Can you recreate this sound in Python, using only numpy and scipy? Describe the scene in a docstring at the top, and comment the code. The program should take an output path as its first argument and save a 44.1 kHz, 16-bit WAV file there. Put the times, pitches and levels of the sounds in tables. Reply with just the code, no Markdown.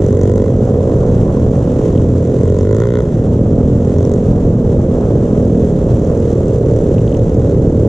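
"""A pack of small single-cylinder motorbikes cruises down a wide street, heard from one rider's helmet.
The nearest engine, pulse trains through pipe resonances, opens and shuts its throttle, then revs up near 3 s.
It falls back, blips near 4 s, coasts and opens again from 5.5 s; valve knocks and pings, decaying sines, dot it.
Three cruisers thump around it until the middle one fades near 5.8 s; the slowest swells at the end.
Shaped noise for wind, far pack and tyres fills the gaps throughout; a gain control and limiter hold the level."""
import sys
import numpy as np
from scipy import signal
from scipy.fft import rfft, irfft, next_fast_len
from scipy.io import wavfile
from scipy.ndimage import uniform_filter1d, minimum_filter1d, map_coordinates

SR = 44100
rng = np.random.default_rng(int(sys.argv[2]) if len(sys.argv) > 2 else 0)


def to_wav(sig):
    """Store sig (one row per channel, or 1-D mono) as 16-bit WAV at the path in sys.argv[1].

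    Samples outside -1..1 are clipped; the rate is SR.
    """
    pcm = np.clip(np.atleast_2d(sig), -1, 1) * 32767
    pcm = np.round(pcm).astype(np.int16)
    wavfile.write(sys.argv[1], SR, pcm.T)  # frames by channels


N = 347508

# colour of tyres, chains and air, also lent to the cruisers' clatter: (frequency [Hz], density [dB per Hz])
HISS_COLOUR = [(300, -4.5), (700, -3), (1000, -4.5), (1400, -10), (1900, -14.5), (2300, -19.5),
               (3300, -19.5), (4500, -26.5), (5300, -24), (5900, -18.5), (7400, -19), (8400, -28.5),
               (10000, -33), (13000, -44.5), (20000, -57)]


def amp(db):
    """dB to gain."""
    return 10 ** (np.asarray(db) / 20)


def unit(x):
    """x at rms 1."""
    return x / np.sqrt(np.mean(x ** 2) + 1e-20)


def along(points, hz):
    """Read a (Hz, value) curve on a log frequency axis."""
    f, v = np.transpose(points)
    return np.interp(np.log(hz + 1), np.log(f + 1), v)


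def curves(rows):
    """One automation curve, a value per sample, for each column after the time."""
    s, *cols = np.transpose(rows)
    return [np.interp(np.arange(N) / SR, s, c) for c in cols]


def wobble(rate):
    """A smooth random curve with rate knots a second."""
    knots = rng.standard_normal(int(N * rate / SR) + 4)
    return map_coordinates(knots, [np.arange(N) * rate / SR])


def scattered(train, db):
    """The impulses, each at its own random strength, spread by db."""
    return train * amp(db * rng.standard_normal(N))


def filtered(x, response):
    """x times a complex response of frequency, padded so that tails do not wrap round."""
    m = 2 * next_fast_len(N // 2 + SR // 4)
    return irfft(rfft(x, m) * response(np.fft.rfftfreq(m, 1 / SR)), m)[..., :N]


def colour(points):
    """The zero-phase response with the given (Hz, dB) gain."""
    return lambda hz: amp(along(points, hz))


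def causal(points):
    """The minimum-phase response with the given (Hz, dB) gain: it rings only after its impulse."""
    def response(hz):
        cepstrum = irfft(np.log(amp(along(points, hz))))
        # fold the cepstrum onto positive time
        cepstrum[1:len(hz) - 1] *= 2
        cepstrum[len(hz):] = 0
        return np.exp(rfft(cepstrum))
    return response


def port_noise(gate, response):
    """Gated noise at two microphone ports, rms 1, less alike at some frequencies than at others."""
    # correlation of the ports: (frequency [Hz], left-right likeness [0-1])
    likeness = [(300, 1), (600, 1), (980, 0.61), (1960, 0.37), (3930, 0.88), (7900, 0.072), (12000, 0.17)]

    def mid_side(hz):
        turn = np.arccos(np.clip(along(likeness, hz), -1, 1)) / 2
        return response(hz) * np.array([np.cos(turn), np.sin(turn)])

    mid, side = filtered(gate * rng.standard_normal((2, N)), mid_side)
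    return unit(np.array([mid + side, mid - side]))


def firings(rate_hz, start, jitter, scatter_db):
    """One impulse per combustion, each off by a share of a cycle and in strength; start = share already gone."""
    cycles = np.cumsum(rate_hz) / SR + start
    at = np.flatnonzero(np.diff(np.floor(cycles), prepend=-1))
    luck = rng.standard_normal((len(at), 2))
    late = luck[:, 0] * jitter * SR / rate_hz[at]
    train = np.zeros(N)
    train[np.clip(at + late, 0, N - 1).astype(int)] = amp(scatter_db * luck[:, 1])
    return train


def puffs(train, t60):
    """A gate that every impulse opens and that falls 60 dB in t60 seconds."""
    return signal.lfilter([1], [1, -amp(-60 / (t60 * SR))], train)


def thumps(train, pipe, lag):
    """Impulses through a pipe whose silencer smears each: lows trail the 500 Hz front, scaled by lag [s]."""
    def response(f):
        smear = np.exp(-2j * np.pi * lag * (250 * np.log(1 + f / 250) - f / 3))
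        return causal(pipe)(f) * smear
    return unit(filtered(train, response))


def near_bike():
    """The nearest engine: exhaust, bark, air-box ring and valve clatter share the same firings."""
    # the rider's hand: (time [s], firing rate [Hz], throttle [0-1])
    ride = [(0.0, 46.3, .82), (.15, 46.9, .84), (.33, 48.4, .97), (.47, 49.3, .75), (.55, 47, .3),
            (.65, 45.3, .55), (1.15, 44.3, .55), (1.55, 42.8, .15), (1.85, 43.1, .54), (2.2, 43.5, .6),
            (2.36, 43.7, .74), (2.45, 44.7, .9), (2.6, 46.3, .9), (2.67, 50.1, .92), (2.75, 54.3, .93),
            (2.82, 57.4, .88), (2.88, 59.6, .88), (2.95, 60.1, .96), (3.008, 60, .95), (3.025, 59.8, .5),
            (3.15, 58, .3), (3.6, 47.7, .1), (3.85, 44.96, .6), (3.95, 45, .72), (4.05, 45.42, .95),
            (4.14, 45.8, .86), (4.22, 46, .4), (4.6, 43.4, .2), (5.2, 40.76, .15), (5.45, 38.5, .5),
            (6.0, 38.9, .67), (7.2, 39.6, .74), (7.88, 39.6, .68)]
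    # exhaust pipe as heard through the housing: (frequency [Hz], gain [dB])
    near_pipe = [(25, -21), (50, -14.5), (88, 1), (118, -1), (140, -10.5), (180, -10.5), (230, -10),
                 (300, -16), (360, -10), (420, -4), (480, -9), (540, -11.5), (600, -19), (650, -33.5),
                 (720, -39.5), (1200, -59), (20000, -110)]
    # intake and pipe-mouth resonances: (frequency [Hz], gain [dB])
    bark_colour = [(500, -40), (760, -15), (900, -2), (1060, -1), (1200, -7), (1420, -.5), (1640, -15),
                   (1780, -6), (2080, -8), (2300, -30), (2900, -27), (3400, -18), (4300, -31), (20000, -90)]
    # valve gear: (frequency [Hz], density [dB per Hz])
    clatter_colour = [(1500, -47.5), (2600, -15.5), (3500, -1.5), (4600, -6), (5400, -11.5), (6000, -2),
                      (7000, 1), (8300, -11.5), (10000, -20), (14000, -37.5)]
    # air-box resonance: (frequency [Hz], gain [dB])
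    air_box = [(600, -35), (900, -13), (1020, -1.5), (1130, -9), (1600, -40), (20000, -89.5)]
    # uneven air-box ring, not driven by the throttle: (time [s], level [dB])
    air_box_level = [(0, -46.5), (.22, -42.5), (.33, -37.5), (.45, -40.5), (.58, -50.5), (.75, -43.5),
                     (1.2, -42), (1.55, -44.5), (1.9, -44.5), (2.1, -51.5), (2.6, -43.5), (3.0, -43.5),
                     (3.15, -56), (3.9, -51.5), (4.05, -40), (4.25, -52), (5.2, -48), (6, -56.5),
                     (7.88, -58.5)]

    hz, throttle = curves(ride)

    def opened(shut_db, open_db):
        return np.interp(throttle, [0, 1], [shut_db, open_db])

    # with the throttle open, exhaust and bark also grow with the revs, in dB per Hz
    rev_from_hz, bark_top_hz = 43.7, 58.5
    exhaust_db = opened(-26.5, -11) + 0.1 * throttle * np.maximum(hz - rev_from_hz, 0)
    bark_db = opened(-61, -44.5) + 0.8 * throttle * (np.minimum(hz, bark_top_hz) - rev_from_hz)
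    clatter_db = opened(-71.5, -47)

    train = firings(hz, start=.06, jitter=.003, scatter_db=.8)
    exhaust = thumps(train, near_pipe, lag=.017)

    # a pitched bark with a rough breath on each firing
    bark_pulses = unit(filtered(scattered(train, 1.5), causal(bark_colour)))
    bark_breath = port_noise(puffs(train, t60=.04), causal(bark_colour))
    bark = bark_pulses + .6 * bark_breath

    # low and high clatter vary from firing to firing, each in its own way
    split_hz, clatter_gain = 4700, colour(clatter_colour)
    low = port_noise(puffs(scattered(train, 2.5), t60=.021), lambda f: clatter_gain(f) * (f < split_hz))
    high = port_noise(puffs(scattered(train, 2.5), t60=.021), lambda f: clatter_gain(f) * (f >= split_hz))
    clatter = high + amp(-10) * low

    air_ring = unit(filtered(scattered(train, 3), causal(air_box)))
    return (amp(exhaust_db) * exhaust + amp(curves(air_box_level)[0]) * air_ring
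            + amp(bark_db) * bark + amp(clatter_db) * clatter)


def knocks():
    """The nearest engine's hardest valve knocks: each rings three close cylinder-head modes."""
    # (time [s], peak level [dB], middle mode [Hz])
    knock_list = [(0.0627, -31, 6520), (0.1265, -31, 6410), (0.2122, -30.5, 6140), (0.2328, -28, 6680),
                  (0.2745, -34.5, 7180), (0.3154, -34.5, 7200), (0.336, -32, 6800), (2.4543, -34, 7190),
                  (2.4986, -33.5, 7050), (2.6083, -34.5, 5900), (2.7268, -31, 6178), (2.801, -34, 6620),
                  (3.984, -31.5, 6060), (4.0271, -34, 6050), (4.0505, -30, 5920), (4.1149, -32.5, 7090),
                  (4.1366, -33.5, 6140), (5.9443, -35, 7400), (6.0476, -34.5, 6240), (7.169, -32, 5960)]
    t60, spread = .014, .07  # s; share by which the modes lie apart
    out, t = np.zeros((2, N + SR)), np.arange(SR // 30) / SR
    envelope = amp(-60 * t / t60) * (1 - np.exp(-t / .0005))
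    # every mode starts at its own phase in each port
    luck = rng.random((len(knock_list), 2, 3))
    for (s, db, hz), turns in zip(knock_list, luck):
        modes = hz * (1 + spread * np.array([-1, 0, 1]))[:, None]
        knock = np.sin(2 * np.pi * (modes * t + .5 * turns[..., None])).sum(axis=1) * envelope
        out[:, round(s * SR):][:, :len(t)] += amp(db) * knock / np.abs(knock).max()
    return out[:, :N]


def cruiser(rows, pipe, clatter_db):
    """A cruising engine further off: thumps through its pipe and a faint clatter, swelling and sinking."""
    hz, exhaust_db = curves(rows)
    speed = 1 + .0013 * wobble(2.5)  # the firing rate wanders slightly
    train = firings(hz * speed, rng.random(), jitter=.004, scatter_db=.7)
    clatter = port_noise(puffs(train, t60=.092), colour(HISS_COLOUR))
    exhaust = thumps(train, pipe, lag=.024)

    # the bass surges on its own, as road and walls reflect it
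    bass_hz, bass_drift_db, bass_drift_rate = 200, 2.5, 4  # rate in knots a second
    bass = filtered(exhaust, lambda f: 1 / (1 + (f / bass_hz) ** 4))
    exhaust = exhaust - bass + amp(bass_drift_db * wobble(bass_drift_rate)) * bass

    # the whole engine drifts in level as the riders shift about
    drift_db = 1.5 * wobble(2.495)
    return amp(exhaust_db + drift_db) * (exhaust + amp(clatter_db) * clatter)


def pack():
    """Three cruisers whose different firing rates beat against one another."""
    # engines, levels before their drift: (time [s], firing rate [Hz], exhaust level [dB])
    fast = [(0.0, 59.76, -18), (0.5, 59.87, -18), (1.0, 60.9, -16.5), (1.6, 60.92, -18.5),
            (2.0, 60.82, -20), (2.3, 59.74, -19), (2.7, 58.8, -23.5), (2.95, 58.65, -24.5),
            (3.1, 58.52, -20.5), (4.8, 58.26, -17.5), (6.4, 58.36, -17), (7.0, 57.2, -17),
            (7.4, 56.35, -16.5), (7.88, 55.5, -18.5)]
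    middle = [(0.0, 41.38, -21), (0.7, 43.19, -16), (1.15, 44.32, -15.5), (1.36, 42.29, -19),
              (2.3, 42.61, -17), (2.75, 41.93, -23), (2.98, 41.6, -26.5), (3.1, 41.32, -20),
              (3.55, 41, -16.5), (4.2, 41.61, -15.5), (5.1, 40.71, -17.5), (5.65, 41.32, -14.5),
              (5.9, 41.03, -45)]
    slow = [(0.0, 33.38, -21.5), (.7, 34.49, -20.5), (2.0, 36.1, -19), (2.5, 36.41, -20),
            (2.75, 36.54, -26), (3.0, 36.56, -22.5), (3.12, 36.61, -19), (3.4, 36.73, -21.5),
            (4.3, 36.61, -18.5), (4.9, 35.81, -21.5), (5.6, 34, -20), (6.4, 35.44, -21),
            (7.3, 37.09, -18.5), (7.88, 37.25, -13.5)]
    # exhaust pipes as heard through the housing: (frequency [Hz], gain [dB])
    fast_pipe = [(25, -31), (60, -10), (118, 0.5), (180, -8.5), (330, -9.5), (410, -6.5), (470, -2.5),
                 (550, -7), (660, -19), (900, -45.5), (1200, -52), (20000, -110)]
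    middle_pipe = [(25, -24.5), (42, -6), (84, -1.5), (130, -3), (250, 1), (360, -15.5), (420, -6),
                   (550, -19), (680, -21.5), (1200, -63.5), (20000, -110)]
    slow_pipe = [(20, -29), (70, -12.5), (140, 3), (220, -5.5), (290, -0.5), (400, -9.5), (470, -14.5),
                 (560, -16), (700, -29.5), (1200, -65.5), (20000, -110)]
    # clatter is relative to each exhaust
    return (cruiser(fast, fast_pipe, clatter_db=-37.0)
            + cruiser(middle, middle_pipe, clatter_db=-31.0)
            + cruiser(slow, slow_pipe, clatter_db=-42.5))


def ticks():
    """Single short pings, fast-decaying sines, like grit striking the housing."""
    # (time [s], peak level [dB], ring frequency [Hz])
    tick_list = [(1.6965, -36.5, 3200), (1.9592, -33, 3200), (1.9775, -31, 3150), (2.4874, -35, 2900),
                 (6.9828, -27, 2800), (7.0778, -28.5, 3150), (7.1255, -31.5, 2950), (7.1484, -28.5, 2950),
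                 (7.1965, -37, 3400)]
    out, t = np.zeros(N + SR), np.arange(SR // 50) / SR
    envelope = amp(-60 * t / .004) * (1 - np.exp(-t / .0002))
    for s, db, hz in tick_list:
        ping = envelope * np.sin(2 * np.pi * hz * t)
        out[round(s * SR):][:len(t)] += amp(db) * ping / np.abs(ping).max()
    return out[:N]


def street():
    """Unevenly gated noise: far pack and wind as a lumpy roar, a rough growl, and hiss of tyres, chains and air."""
    # far pack and wind: (frequency [Hz], density [dB per Hz])
    roar_colour = [(12, -14), (25, -3), (50, -1), (110, 3), (200, -4), (330, -11), (500, -11), (640, -19),
                   (840, -29), (1500, -45), (20000, -120)]
    # upper growl of the far pack: (frequency [Hz], density [dB per Hz])
    growl_colour = [(450, -27.5), (640, -1), (760, 1), (950, -8.5), (1250, -8.5), (1600, -17.5),
                    (2400, -39.5), (20000, -100)]
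    # background faders: (time [s], level [dB])
    roar_level = [(0.0, -18.5), (.45, -18), (.8, -16), (1.3, -13.5), (1.9, -16.5), (2.3, -16.5),
                  (2.7, -17.5), (3.0, -17.5), (3.15, -15.5), (3.8, -14.5), (5.8, -13), (6.5, -14),
                  (7.1, -15), (7.88, -13)]
    growl_level = [(0, -44), (.5, -42), (.8, -37.5), (1.5, -38), (2.2, -44), (2.7, -47.5), (3.0, -50),
                   (3.3, -43), (4.0, -42), (5.2, -41), (6.2, -44.5), (7.88, -45.5)]
    hiss_level = [(0.0, -39.5), (0.6, -40.5), (1.3, -38), (2.0, -38.5), (2.9, -41), (3.1, -41.5),
                  (3.4, -41.5), (4.1, -37.5), (4.7, -40.5), (5.7, -39), (7.88, -39)]

    lumps = amp(1.6 * wobble(3.14) + 0.86 * wobble(12))
    roar = port_noise(lumps, colour(roar_colour))
    roughness = amp(2 * wobble(7) + 3.5 * wobble(40))
    growl = port_noise(roughness, colour(growl_colour))
    grit = amp(0.65 * wobble(3.5) + 1.3 * wobble(35) + 1.6 * wobble(250))
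    hiss = port_noise(grit, colour(HISS_COLOUR))
    return (amp(curves(roar_level)[0]) * roar + amp(curves(growl_level)[0]) * growl
            + amp(curves(hiss_level)[0]) * hiss)


def scene():
    """Four engines, the knocks, the ticks and the street."""
    return near_bike() + knocks() + pack() + ticks() + street()


def record(dry):
    """Two unequal ports, a gain control, a limiter that ducks the loudest thumps, and a band limit."""
    # port balance: (frequency [Hz], left minus right [dB])
    tilt = [(60, 0.0), (100, 0.0), (180, -0.5), (310, -1.0), (520, -3.3), (900, -6.0), (1550, 0.5),
            (2670, 1.5), (4590, 0.5), (7500, 1.0), (8800, -1.5), (12000, 0)]
    # port phase: (frequency [Hz], left lead [rad])
    lead = [(20, 0), (500, -.05), (860, .8), (1120, 1.1), (2330, 1.2), (2760, -.3), (4310, 0)]

    # 4 ms fade at both ends
    t = np.arange(N) / SR
    dry = dry * np.clip(np.minimum(t, t[::-1]) / .004, 0, 1)

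    # each port takes half of every difference
    half = np.array([[.5], [-.5]])
    x = filtered(dry, lambda hz: amp(half * along(tilt, hz)) * np.exp(1j * half * along(lead, hz)))

    # gain control: level it aims at [dB], share of the departure it removes, its memory [s]
    level_db, levelling, memory_s = -10, 0.6, 0.1
    keep = np.exp(-1 / (memory_s * SR))
    power = signal.lfilter([1 - keep], [1, -keep], np.mean(x ** 2, axis=0), zi=[amp(2 * level_db)])[0]
    x = x * amp(-levelling * (10 * np.log10(power) - level_db))

    # limiter: the lowest gain needed nearby, smoothed over 600 samples
    need = np.minimum(1, .96 / (np.abs(x).max(axis=0) + 1e-9))
    gain = uniform_filter1d(minimum_filter1d(need, size=600), size=600)
    return filtered(x * gain, lambda hz: (hz > 12) & (hz < 14400))


dry = scene()
out = record(dry)
to_wav(out)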